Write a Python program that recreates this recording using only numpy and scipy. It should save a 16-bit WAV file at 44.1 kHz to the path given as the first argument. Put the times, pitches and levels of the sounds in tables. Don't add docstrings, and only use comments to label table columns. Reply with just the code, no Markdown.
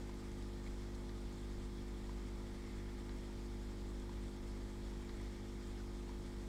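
import sys
import numpy as np
from scipy import signal
from scipy.fft import rfft, irfft
from scipy.io import wavfile
from scipy.ndimage import uniform_filter1d

SR = 44100
rng = np.random.default_rng(int(sys.argv[2]) if len(sys.argv) > 2 else 0)


def wav_record(signal):
    frames = np.transpose(np.atleast_2d(signal))
    bounded = np.clip(frames, -1, 1)
    quanta = np.round(bounded * 32767).astype(np.int16)
    wavfile.write(sys.argv[1], SR, quanta)


def invert_db(level):
    return 10 ** (np.asarray(level, dtype=float) / 20)


N = 285762
TIME, BINS_HZ = np.arange(N) / SR, np.fft.rfftfreq(N, 1 / SR)


def evened(x):
    return x / np.sqrt(np.mean(x ** 2) + 1e-20)


def read(points, hz):
    point_hz, value = np.transpose(points)
    return np.interp(np.log(hz + 1), np.log(point_hz + 1), value)


def add(mix, s, sound):
    part = mix[round(s * SR):][:len(sound)]
    part += sound[:len(part)]


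def coloured(x, colour_db):
    return irfft(rfft(x) * invert_db(colour_db), N) * np.sqrt(SR / 2)


def ring(hz, t60, rise_s, glide=0):
    t = np.arange(2200) / SR
    envelope = (1 - np.exp(-t / rise_s)) ** 2 * invert_db(-60 * t / t60)
    tone = np.sin(2 * np.pi * hz * (t + glide * t ** 2 / t60 / 2))
    return envelope / envelope.max() * tone


def snap(t60=0.035):
    band = signal.butter(2, [2800 / SR * 2, 8500 / SR * 2], "band")
    puff = signal.lfilter(*band, rng.standard_normal(800))
    return evened(puff) * invert_db(-60 * np.arange(800) / SR / t60) / 2


def pump():
    mains_hz = 50.0287
    # (multiple of the mains, level [dB rms])
    hum = [(1, -47.9), (2, -58.0), (3, -69.8), (4, -56.1), (5, -56.9), (6, -64.5), (7, -56.7), (8, -71.0),
           (9, -66.3), (10, -77.5), (11, -73.8), (13, -77.2), (14, -81.9), (15, -78.2), (16, -79.1),
           (17, -72.6), (18, -82.2), (19, -78.8), (20, -78.9), (21, -81.4), (27, -84.2)]
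    # (frequency [Hz], level of a typical line [dB rms])
    buzz = [(1150, -87), (1500, -97), (1850, -91), (2500, -100), (3300, -102), (3750, -94), (5500, -94),
            (6100, -105), (7200, -103)]
    hum_orders, hum_db = np.transpose(hum)
    buzz_orders = np.setdiff1d(np.arange(22, 145), hum_orders)
    chance = np.sqrt(rng.exponential(1, len(buzz_orders)))
    buzz_gains = chance * invert_db(read(buzz, buzz_orders * mains_hz))
    orders = np.r_[hum_orders, buzz_orders]
    gains = np.r_[invert_db(hum_db), buzz_gains]
    turns, cycle = rng.random(len(orders)), np.linspace(0, 1, num=8193)
    tones = np.sin(2 * np.pi * (np.outer(orders, cycle) + turns[:, None]))
    wave = np.sqrt(2) * gains @ tones
    return np.interp(mains_hz * TIME % 1, cycle, wave)


def drones():
    # (frequency [Hz], width [Hz], level [dB rms])
    drone_lines = [(27.1, 1.1, -70.5), (57.4, 0.44, -70.5), (93.7, 0.92, -73.5), (191.5, .6, -73),
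                   (264, 1.47, -73.5)]
    out = np.zeros(N)
    for hz, width, db in drone_lines:
        wander = np.cumsum(rng.standard_normal(N)) * np.sqrt(2 * np.pi * width / SR)
        wander = uniform_filter1d(wander, size=2000)
        out += np.sqrt(2) * invert_db(db) * np.sin(2 * np.pi * (hz * TIME + rng.random()) + wander)
    return out


def rumble():
    # (frequency [Hz], level [dB per Hz])
    rumble_levels = [(8, -101), (17, -78), (26, -67), (33, -74), (40, -79.5), (50, -69), (70, -81.5),
                     (93, -77.5), (125, -83), (165, -79.5), (210, -89), (260, -81.5), (330, -88.5),
                     (400, -91.5), (480, -90.5)]
    fade_db = -10 * np.log10(1 + (BINS_HZ / 560) ** 12)
    return coloured(rng.standard_normal(N), read(rumble_levels, BINS_HZ) + fade_db)


def hiss(patchy_db=1.6, flicker_db=1.02, ripple_db=1.):
    # (frequency [Hz], level [dB per Hz])
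    hiss_levels = [(500, -93), (680, -99), (1400, -99), (2250, -100), (2650, -105), (3050, -105),
                   (3400, -103), (3850, -105), (5400, -105), (6200, -108), (7900, -106), (9000, -112),
                   (10500, -120), (15000, -130)]
    # (frequency [Hz], width [Hz], lift [dB])
    tank = [(920, 250, 3), (1206, 130, 6), (1620, 85, 1.5), (1856, 67, 3), (1980, 130, 1), (2150, 150, 2.5),
            (2900, 100, 0.5), (3160, 140, 3.5), (3354, 140, 5), (3600, 140, 3), (4200, 100, 4.5),
            (4500, 67, 0), (4690, 72, 5), (4940, 120, 4), (5400, 310, 1), (5940, 92, 0)]
    # (time [s], half-length [s], lift [dB])
    gurgle = [(0.05, .3, 1), (2.78, 0.32, 4), (5.2, .25, 2)]

    frames, hz = N // 128 + 5, np.fft.rfftfreq(512, 1 / SR)[:, None]
    patches = uniform_filter1d(rng.standard_normal((frames, 257)), size=14, axis=0)
    patches = evened(uniform_filter1d(patches, size=12, axis=1)).T
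    flicker = evened(uniform_filter1d(rng.standard_normal(frames), size=10))
    treble_share = hz / (hz + 2500)
    restless_db = treble_share * (patchy_db * patches + flicker_db * flicker)
    t = np.arange(frames) * 128 / SR
    swell_db = sum(db * np.exp(-((t - s) / half_s) ** 2) for s, half_s, db in gurgle)
    gurgle_db = swell_db * np.exp(-((hz - 2100) / 500) ** 2)
    z = signal.stft(rng.standard_normal(128 * (frames - 1)), nperseg=512, noverlap=384)[2]
    z *= invert_db(restless_db + gurgle_db)
    restless = signal.istft(z, nperseg=512, noverlap=384)[1][:N]

    tank_db = sum(db * np.exp(-(2 * (BINS_HZ - f) / width) ** 2) for f, width, db in tank)
    ripple = uniform_filter1d(rng.standard_normal(len(BINS_HZ)), size=200)
    ripple = evened(uniform_filter1d(ripple, size=200))
    low_cut_db = -10 * np.log10(1 + (560 / (BINS_HZ + 1)) ** 12)
    return coloured(restless, read(hiss_levels, BINS_HZ) + tank_db + ripple_db * ripple + low_cut_db)


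def bubbles(cycles=45, glide=0.049, spread_db=5.0, clump_db=6):
    # (time [s], frequency [Hz], peak [dB], snap level [dB])
    pops = [(.141, 6370, -61, -57), (.316, 6550, -58, -57), (.424, 3700, -58, -57), (.664, 2180, -53, -62),
            (.673, 3900, -60, -58), (.674, 2450, -59, -66), (.676, 2050, -57, -64),
            (.948, 4130, -58.5, -55), (.953, 6200, -59, -62), (1.326, 6500, -61, -57),
            (3.185, 7490, -59, -64), (3.356, 5730, -61, -60), (3.998, 7860, -58, -58),
            (4.281, 3620, -60, -62), (5.198, 1980, -59, -66), (5.214, 8100, -57, -56),
            (5.229, 5400, -59, -64), (5.800, 1460, -58, -68)]
    # (frequency [Hz], peak [dB])
    fizz = [(900, -76.5), (2100, -82), (3000, -83), (4500, -80), (6200, -89), (8000, -83), (10500, -93)]
    fizz_per_s = 160
    snaps_per_s, snaps_db, snaps_spread_db = 14, -68, 6

    out = np.zeros(N)
    for s, hz, db, snap_db in pops:
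        add(out, s, invert_db(snap_db) * snap())
        add(out, s, invert_db(db) * ring(hz, cycles / hz, 3 / hz, glide))
    for place, chance in rng.random((round(snaps_per_s * N / SR), 2)):
        add(out, place * N / SR, invert_db(snaps_db + snaps_spread_db * chance) * snap())
    clumps = invert_db(clump_db * evened(uniform_filter1d(rng.standard_normal(N), size=2500)))
    starts = rng.random(N) < clumps / clumps.mean() * fizz_per_s / SR
    size = invert_db(spread_db * np.minimum(rng.exponential(1, N), 3)) * starts
    pitches = np.geomspace(900, 10500, num=30)
    kind = rng.integers(0, len(pitches), N)
    for k, hz in enumerate(pitches):
        bubble = invert_db(read(fizz, hz)) * ring(hz, cycles / hz, 3 / hz, glide)
        out += signal.oaconvolve(size * (kind == k), bubble)[:N]
    return out


def clock(rise_s=0.0015):
    # (frequency [Hz], time to fall 60 dB [s], peak on the tock [dB], peak on the tick [dB])
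    case_tones = [(780, .02, -60, -68), (990, .024, -48.5, -63), (1170, .02, -59, -60),
                  (1600, .02, -65, -59), (1930, .02, -62, -60), (2250, .02, -68, -66),
                  (3000, .015, -70, -64), (3500, .015, -68, -63), (3980, .018, -70, -59),
                  (4250, .018, -70, -61), (4750, .015, -72, -64), (5550, .015, -72, -72)]
    first_beat_s, beat_s = .0916, 1.
    beat_spread_db = .5
    out = np.zeros(N)
    for beat, s in enumerate(np.arange(first_beat_s, N / SR, beat_s)):
        strength_db = beat_spread_db * rng.standard_normal()
        for hz, t60, *peak_db in case_tones:
            add(out, s, invert_db(peak_db[beat % 2] + strength_db) * ring(hz, t60, rise_s))
    return out


def room(x, t60=0.23):
    t = np.arange(SR // 2) / SR
    signs = rng.choice([-1., 1.], len(t))
    taps = signs * (rng.random(len(t)) < 2000 / SR)
    tail = taps * invert_db(-60 * t / t60) * (t > .004)
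    return signal.fftconvolve(x, tail / np.linalg.norm(tail))[:N]


def scene():
    short = bubbles() + clock()
    steady = pump() + drones() + rumble() + hiss()
    return (steady + short + invert_db(-12.5) * room(short))[None]


def roll_off(x):
    return signal.sosfilt(signal.butter(12, 15660, fs=SR, output="sos"), x)


def record(dry):
    # (frequency [Hz], level [dB per Hz])
    microphone = [(500, -110), (4000, -115), (10000, -117), (15500, -121)]
    low_cut_db = -10 * np.log10(1 + (500 / (BINS_HZ + 1)) ** 4)
    own_noise = coloured(rng.standard_normal(N), read(microphone, BINS_HZ) + low_cut_db)
    return roll_off(dry + own_noise)


dry = scene()
out = record(dry)
wav_record(out)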